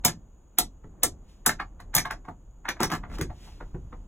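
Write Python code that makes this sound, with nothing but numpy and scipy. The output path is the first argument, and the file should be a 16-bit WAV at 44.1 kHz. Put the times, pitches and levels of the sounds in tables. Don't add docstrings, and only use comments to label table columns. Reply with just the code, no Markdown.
import sys
import numpy as np
from scipy import signal
from scipy.fft import rfft, irfft, next_fast_len
from scipy.io import wavfile

SR = 44100
rng = np.random.default_rng(int(sys.argv[2]) if len(sys.argv) > 2 else 0)


def wav_out(sig):
    wavfile.write(sys.argv[1], SR, np.round(np.clip(np.atleast_2d(sig).T, -1, 1) * 32767).astype(np.int16))


N = 179571
SIZE = 16384
T = np.arange(SIZE) / SR
HZ = np.fft.rfftfreq(SIZE, 1 / SR)

# start_s, snap_db, seat_db (re snap), lever_db, lever_hz, clack_db, clack_fall_db_per_octave,
# panel_hz, thud_db, thud_hz
TOGGLE_FLICKS = [(0.0495, -13, 0.5, -27.5, 6980, -10, 1, 734, -23.5, 166.8),
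                 (0.5853, -16, 7, -18.5, 3350, -11.5, -0.5, 700, -32.5, 242),
                 (1.0330, -15, 3.5, -28.5, 7600, -13, 0.5, 1500, -29.5, 380),
                 (1.4621, -14, -0.5, -17.5, 8000, -10, 14, 950, -27.5, 286),
                 (1.95, -17.5, 4.5, -14.5, 11000, -18, 2, 880, -30.5, 159)]
# start_s, level_db, hardness (0 skin - 1 metal), centre_hz,
# ring_db (panel, re knock), ring_hz
PANEL_KNOCKS = [(0.082, -19.5, 0.79, 1438, 0, 1490), (0.843, -44, 0.28, 1000, 4, 800),
                (1.494, -11, 0.63, 1500, 1, 1910), (1.601, -15, 0.25, 1373, -4, 1500),
                (1.802, -34, 0.62, 1152, -1, 723), (1.942, -22.5, 0.73, 1480, 4, 880),
                (1.965, -16.5, 0.99, 1120, 2, 2180), (1.982, -11, 0.8, 1560, -6.5, 1710),
                (2.055, -17, 0.43, 1300, 0.5, 885), (2.109, -17, 0.58, 1530, -3, 890),
                (2.252, -36.5, 0.39, 1060, 0, 760), (2.286, -23, 0.24, 787, 0, 738),
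                (2.655, -21.5, 0.23, 1130, -0.5, 1700), (2.689, -12, 0.65, 1700, -1, 1710),
                (2.768, -35.5, 0.34, 1160, -2, 780), (2.809, -22, .25, 850, 3, 715),
                (2.831, -16, 0.9, 1150, -13, 660), (3.038, -28.5, 0.064, 1170, 0, 925),
                (3.185, -28.5, 0.69, 1380, -10, 2080), (3.212, -20.5, 0.77, 1660, -24.5, 1750),
                (3.303, -30.5, .22, 810, 4.5, 725), (3.475, -40, 0.35, 862, 3, 790),
                (3.609, -28.5, .08, 1108, -12, 1100), (3.748, -36, 0.34, 740, -2.5, 656),
                (3.929, -32, 0.072, 1100, -8.5, 1075)]
# start_s, length_s, level_db, hardness (0-1), thud_db (re slip), thud_hz
KNOB_STROKES = [(2.804, 0.038, -21, 0.68, -11, 194), (2.902, .048, -22.5, 0.64, -12.5, 185),
                (3.1, .07, -38.5, 0.48, -7, 151)]
# start_s, level_db, centre_hz
HAND_BUMPS = [(0.844, -41, 95.3), (1.964, -33, 148), (2.284, -36, 109.2), (2.805, -28, 306),
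              (3.192, -31.5, 370), (3.213, -25.5, 126), (3.61, -41.5, 450), (3.745, -30, 81.4),
              (3.749, -38, 380), (3.928, -42.5, 451)]
# peak_s, level_db, rise_s, fall_s (time per SWISH_DEPTH_DB)
ARM_SWISHES = [(1.3, -64, .07, 0.19), (3.156, -47, 0.052, 0.027), (3.45, -54, 0.16, 0.24),
               (3.95, -76, .4, 0.86)]
# time_s, level_db
RUMBLE_LEVEL = [(0.0, -43.5), (0.1, -51), (0.59, -56.5), (0.62, -44), (0.82, -55), (0.86, -39.5),
                (0.97, -55.5), (1.12, -41), (1.37, -56), (1.52, -40.5), (1.72, -50), (2.02, -43.5),
                (2.31, -54.5), (2.84, -46.5), (2.88, -34.5), (2.91, -44.5), (3.29, -35), (3.39, -50.5),
                (3.88, -37.5), (3.91, -44.5), (4.07, -47.5)]
# time_s, level_db
HANDLING_LEVEL = [(0.0, -54.5), (0.33, -60), (0.89, -59), (0.99, -51), (1.31, -59), (2.13, -51),
                  (2.31, -59), (2.53, -61.5), (2.71, -56.5), (2.83, -66), (3.13, -43.5), (3.34, -57.5),
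                  (3.51, -54.5), (4.07, -55)]

# mode_hz, level_db, t60_s
LEVER_MODES = [(3350, -3, .06), (6065, -2, .08), (6240, -3, .08), (6770, -1, .08), (7220, 0, .08),
               (8060, -2, .08), (10965, -2, .07), (12170, -1, .07), (14550, -3, .06), (15100, -3, .06)]
# mode_hz, level_db, t60_s (before damping by the hand)
PANEL_MODES = [(716, 1, .19), (872, -1, .16), (1166, -1, .13), (1344, -2, .13), (1712, -1, .12),
               (1846, -3, .12), (2081, -1, .11), (2207, -6, .11)]
# mode_hz, level_db, t60_s
TRIM_MODES = [(107.7, -7, 0.086), (164.5, -3, 0.24), (239, -1, 0.1), (333.3, -2, 0.084),
              (488.5, -4.5, 0.082)]
# band_hz, t60_s
CABIN_DECAY = [(100, 0.48), (400, 0.16), (1500, 0.11), (6000, 0.13), (15000, 0.071)]

# band_hz, level_db
SNAP_COLOUR = [(300, -11.5), (1500, -27.5), (2600, -20), (3400, -3), (4500, -4), (5900, -1.5), (7200, -0.5),
               (8000, -1.5), (8700, 1.5), (10500, -1.5), (12200, 1.5), (13700, -1.5), (14800, 5.5),
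               (16500, -13.5)]
# band_hz, level_db
CLACK_COLOUR = [(100, -22), (520, -8), (750, 0), (1200, -5), (2100, -4), (2700, -10), (4000, -5.5),
                (6000, -14.5), (16000, -39.5)]
# band_hz, level_db
DASH_COLOUR = [(40, -10), (110, 0), (200, -2), (350, 2.5), (700, -9), (2000, -38)]
# band_hz, level_db
RUMBLE_COLOUR = [(15, -13), (38, 5), (60, -5.5), (100, -10.5), (200, -31), (600, -74)]
# band_hz, level_db
HANDLING_COLOUR = [(40, -22.5), (100, -5.5), (165, 2.5), (330, -5.5), (520, -11), (900, -15.5), (1400, -23),
                   (2200, -36.5), (4000, -54.5), (8000, -71)]
# band_hz, level_db
RUSTLE_COLOUR = [(300, -2), (1200, -12.5), (3200, -5.5), (5000, -8), (7000, -12), (11000, -18.5),
                 (16000, -25)]
# band_hz, level_db
HISS_COLOUR = [(1000, 2), (2000, -14), (3000, -9), (4500, -14.5), (5600, -19.5), (6300, -6.5), (6800, 5.5),
               (7500, -10.5), (9000, -18.5), (16000, -20)]
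# band_hz, lead_rad
PORT_LEAD = [(0, 0), (1400, -.3), (2300, .5), (4750, 3.14), (9050, 9.42), (13250, 15.7), (16400, 19.5)]

CRACK_T60_S, SEAT_T60_S = .003, .009
SEAT_S, CLACK_LAG_S, THUD_LAG_S = .0019, .003, .006
FLICK_TICK_DB, FLICK_RING_DB = -11.5, 1
SOFT_FALL_DB_PER_OCTAVE, HARD_FALL_DB_PER_OCTAVE = 17.5, 3.5
SOFT_TICK_DB, HARD_TICK_DB = -51, 0
KNOCK_THUD_DB, KNOCK_THUD_HZ = -26, 300
FLICK_RING_RISE_S, KNOCK_RING_RISE_S = .008, .0006
FLICK_DAMPING_DB_PER_S, KNOCK_DAMPING_DB_PER_S = 260.5, 50.5
CLACK_LEAD_S = .016
SLIP_HZ, SLIP_JITTER, SLIP_SCATTER_DB = 1240, .25, 5
SLIP_RING_DB, SLIP_RING_HZ, SLIP_RING_OCTAVES = 2.5, 930, 1
SWISH_DEPTH_DB = 20
PORT_CEILING, TOP_HZ = .85, 15900


def amp(db):
    return 10 ** (np.asarray(db) / 20)


def unit(x):
    return x / np.sqrt(np.sum(x ** 2) + 1e-20)


def along(points, hz):
    f, v = np.transpose(points)
    return np.interp(np.log(hz + 1), np.log(f), v)


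def curve(points):
    return np.interp(np.arange(N) / SR, *np.transpose(points))


def add(track, s, parts):
    for delay_s, sound in parts:
        start = round((s + delay_s) * SR)
        track[:, start:start + SIZE] += sound[..., :N - start]


def filtered(x, response):
    m = next_fast_len(N + SIZE)
    spectrum = rfft(x, m) * response(np.fft.rfftfreq(m, 1 / SR))
    return irfft(spectrum, m)[..., :N]


def coloured(x, colour_db):
    cepstrum = irfft(np.log(amp(colour_db)))
    fold = 1 + np.sign(SIZE // 2 - np.arange(SIZE)) * (np.arange(SIZE) > 0)
    return unit(irfft(rfft(x) * np.exp(rfft(cepstrum * fold))))


def tilt_db(centre_hz, slope_db):
    return -slope_db * np.abs(np.log2((HZ + 10) / centre_hz))


def burst(t60_s, delay_s=0, rise_s=.001):
    fall_db = 60 * np.maximum((T - delay_s) / t60_s, (delay_s - T) / rise_s)
    return unit(rng.standard_normal(SIZE) * amp(-fall_db))


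def ring(modes, centre_hz, slope_db, attack_s, damping_db_per_s=0, scatter_db=0.96):
    hz, db, t60_s = np.transpose(modes)[:, :, None]
    mode_db = db - slope_db * np.abs(np.log2(hz / centre_hz))
    mode_db = mode_db + scatter_db * rng.standard_normal(hz.shape)
    phase = 2 * np.pi * rng.random(hz.shape)
    fall_db = (60 / t60_s + damping_db_per_s) * T
    waves = amp(mode_db - fall_db) * np.sin(2 * np.pi * hz * T + phase)
    return unit(np.sum(waves, axis=0) * (1 - np.exp(-T / attack_s)))


def cabin(x, wet_db, apart_db=-17, build_s=0.0048):
    noise = rng.standard_normal((3, SIZE))
    hz, t, bands = signal.stft(noise, SR, nperseg=256)
    decay = amp(-60 * t / along(CABIN_DECAY, hz)[:, None])
    tails = signal.istft(bands * decay, SR, nperseg=256)[1][:, :SIZE]
    tails = tails * (1 - np.exp(-T / build_s))
    wet = signal.fftconvolve(x[None], tails, axes=1)[:, :SIZE]
    return x + amp(wet_db) * (unit(wet[0]) + amp(apart_db) * unit(wet[1:]))


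def blow(db, centre_hz, slope_db, tick_db):
    contact = burst(t60_s=0.013, delay_s=CLACK_LEAD_S + 0.00088, rise_s=0.022)
    clack = coloured(contact, along(CLACK_COLOUR, HZ) + tilt_db(centre_hz, slope_db))
    metal = burst(t60_s=0.012, delay_s=0.00082)
    tick = coloured(metal, along(SNAP_COLOUR, HZ) + tilt_db(5000, slope_db=6.5))
    return [(-CLACK_LEAD_S, amp(db + 12.5) * cabin(clack, wet_db=-3, apart_db=0)),
            (0, amp(db + tick_db + 21.5) * cabin(tick, wet_db=-1.0, apart_db=-14.5))]


def panel(db, centre_hz, rise_s, damping_db_per_s):
    sound = ring(PANEL_MODES, centre_hz, 13.5, rise_s, damping_db_per_s)
    return [(0, amp(db + 8) * sound)]


def thud(db, centre_hz):
    push = coloured(burst(t60_s=0.0086), along(DASH_COLOUR, HZ) + tilt_db(centre_hz, slope_db=5.5))
    trim = ring(TRIM_MODES, centre_hz, slope_db=12.0, attack_s=0.0029)
    boom = cabin(push, wet_db=4.0, apart_db=-11.0)
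    return [(0.00045, amp(db + 19.5) * boom + amp(db + 23.5) * trim)]


def knock(db, hardness, centre_hz, ring_db, ring_hz):
    slope_db = SOFT_FALL_DB_PER_OCTAVE + hardness * (HARD_FALL_DB_PER_OCTAVE - SOFT_FALL_DB_PER_OCTAVE)
    tick_db = SOFT_TICK_DB + hardness * (HARD_TICK_DB - SOFT_TICK_DB)
    struck = blow(db, centre_hz, slope_db, tick_db)
    return struck + panel(db + ring_db, ring_hz, KNOCK_RING_RISE_S, KNOCK_DAMPING_DB_PER_S)


def snap(snap_db, seat_db, lever_db, lever_hz):
    blows = burst(CRACK_T60_S) + amp(seat_db) * burst(SEAT_T60_S, delay_s=SEAT_S)
    lever_colour_db = np.maximum(tilt_db(lever_hz, slope_db=12.5), -6)
    crack = np.hypot(1, amp(seat_db)) * coloured(blows, along(SNAP_COLOUR, HZ) + lever_colour_db)
    ping = ring(LEVER_MODES, lever_hz, slope_db=2.5, attack_s=0.00087)
    heard = cabin(crack, wet_db=2, apart_db=-23.5)
    return [(0, amp(snap_db + 20) * heard + amp(lever_db + 18.5) * ping)]


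def toggles():
    track = np.zeros((2, N))
    for (s, snap_db, seat_db, lever_db, lever_hz, clack_db, fall_db,
         panel_hz, thud_db, thud_hz) in TOGGLE_FLICKS:
        add(track, s, snap(snap_db, seat_db, lever_db, lever_hz))
        clack = blow(clack_db, centre_hz=1200, slope_db=fall_db, tick_db=FLICK_TICK_DB)
        ringing = panel(clack_db + FLICK_RING_DB, panel_hz, FLICK_RING_RISE_S, FLICK_DAMPING_DB_PER_S)
        add(track, s + CLACK_LAG_S, clack + ringing)
        add(track, s + THUD_LAG_S, thud(thud_db, thud_hz))
    return track


def knocks():
    track = np.zeros((2, N))
    for s, db, hardness, centre_hz, ring_db, ring_hz in PANEL_KNOCKS:
        add(track, s, knock(db, hardness, centre_hz, ring_db, ring_hz))
        add(track, s, thud(db + KNOCK_THUD_DB, KNOCK_THUD_HZ))
    return track


def knob(count=5):
    track = np.zeros((2, N))
    for s, length_s, db, hardness, thud_db, thud_hz in KNOB_STROKES:
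        gap_s = length_s / (count - 1)
        for k, (late, loud, high) in enumerate(rng.standard_normal((count, 3))):
            jitter = SLIP_JITTER * late * (k > 0)
            when_s = s + gap_s * (k + jitter)
            slip_db = db + SLIP_SCATTER_DB * loud
            ring_hz = SLIP_RING_HZ * 2 ** (SLIP_RING_OCTAVES * high)
            add(track, when_s, knock(slip_db, hardness, SLIP_HZ, SLIP_RING_DB, ring_hz))
            add(track, when_s, thud(slip_db + thud_db, thud_hz))
    return track


def bumps():
    track = np.zeros((2, N))
    for s, db, centre_hz in HAND_BUMPS:
        add(track, s, thud(db, centre_hz))
    return track


def rush(colour, apart_db):
    white = rng.standard_normal(N) + amp(apart_db) * rng.standard_normal((2, N))
    return unit(filtered(white, lambda hz: amp(along(colour, hz)))) * np.sqrt(2 * N)


def rustle():
    t = np.arange(N) / SR
    swell = np.zeros(N)
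    for peak_s, db, rise_s, fall_s in ARM_SWISHES:
        away = np.maximum((peak_s - t) / rise_s, (t - peak_s) / fall_s)
        swell += amp(db - SWISH_DEPTH_DB * away)
    return swell * rush(RUSTLE_COLOUR, apart_db=-18.0)


def handling():
    return amp(curve(HANDLING_LEVEL) - 2.8) * rush(HANDLING_COLOUR, apart_db=-5)


def rumble():
    return amp(curve(RUMBLE_LEVEL) + 1.64) * rush(RUMBLE_COLOUR, apart_db=-43)


def hiss():
    return amp(-71.0) * rush(HISS_COLOUR, apart_db=-12.5)


def scene():
    hand = toggles() + knocks() + knob() + bumps()
    return hand + rustle() + handling() + rumble() + hiss()


def record(dry):
    def port_phase(hz):
        lead_rad = np.interp(hz, *np.transpose(PORT_LEAD))
        return np.exp(.5j * lead_rad * np.array([[1], [-1]]))

    ports = filtered(dry, port_phase)
    rounded = ports / (1 + np.abs(ports / PORT_CEILING) ** 4) ** (1 / 4)
    return filtered(rounded, lambda hz: 1 / np.sqrt(1 + (hz / TOP_HZ) ** 160))


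dry = scene()
out = record(dry)
wav_out(out)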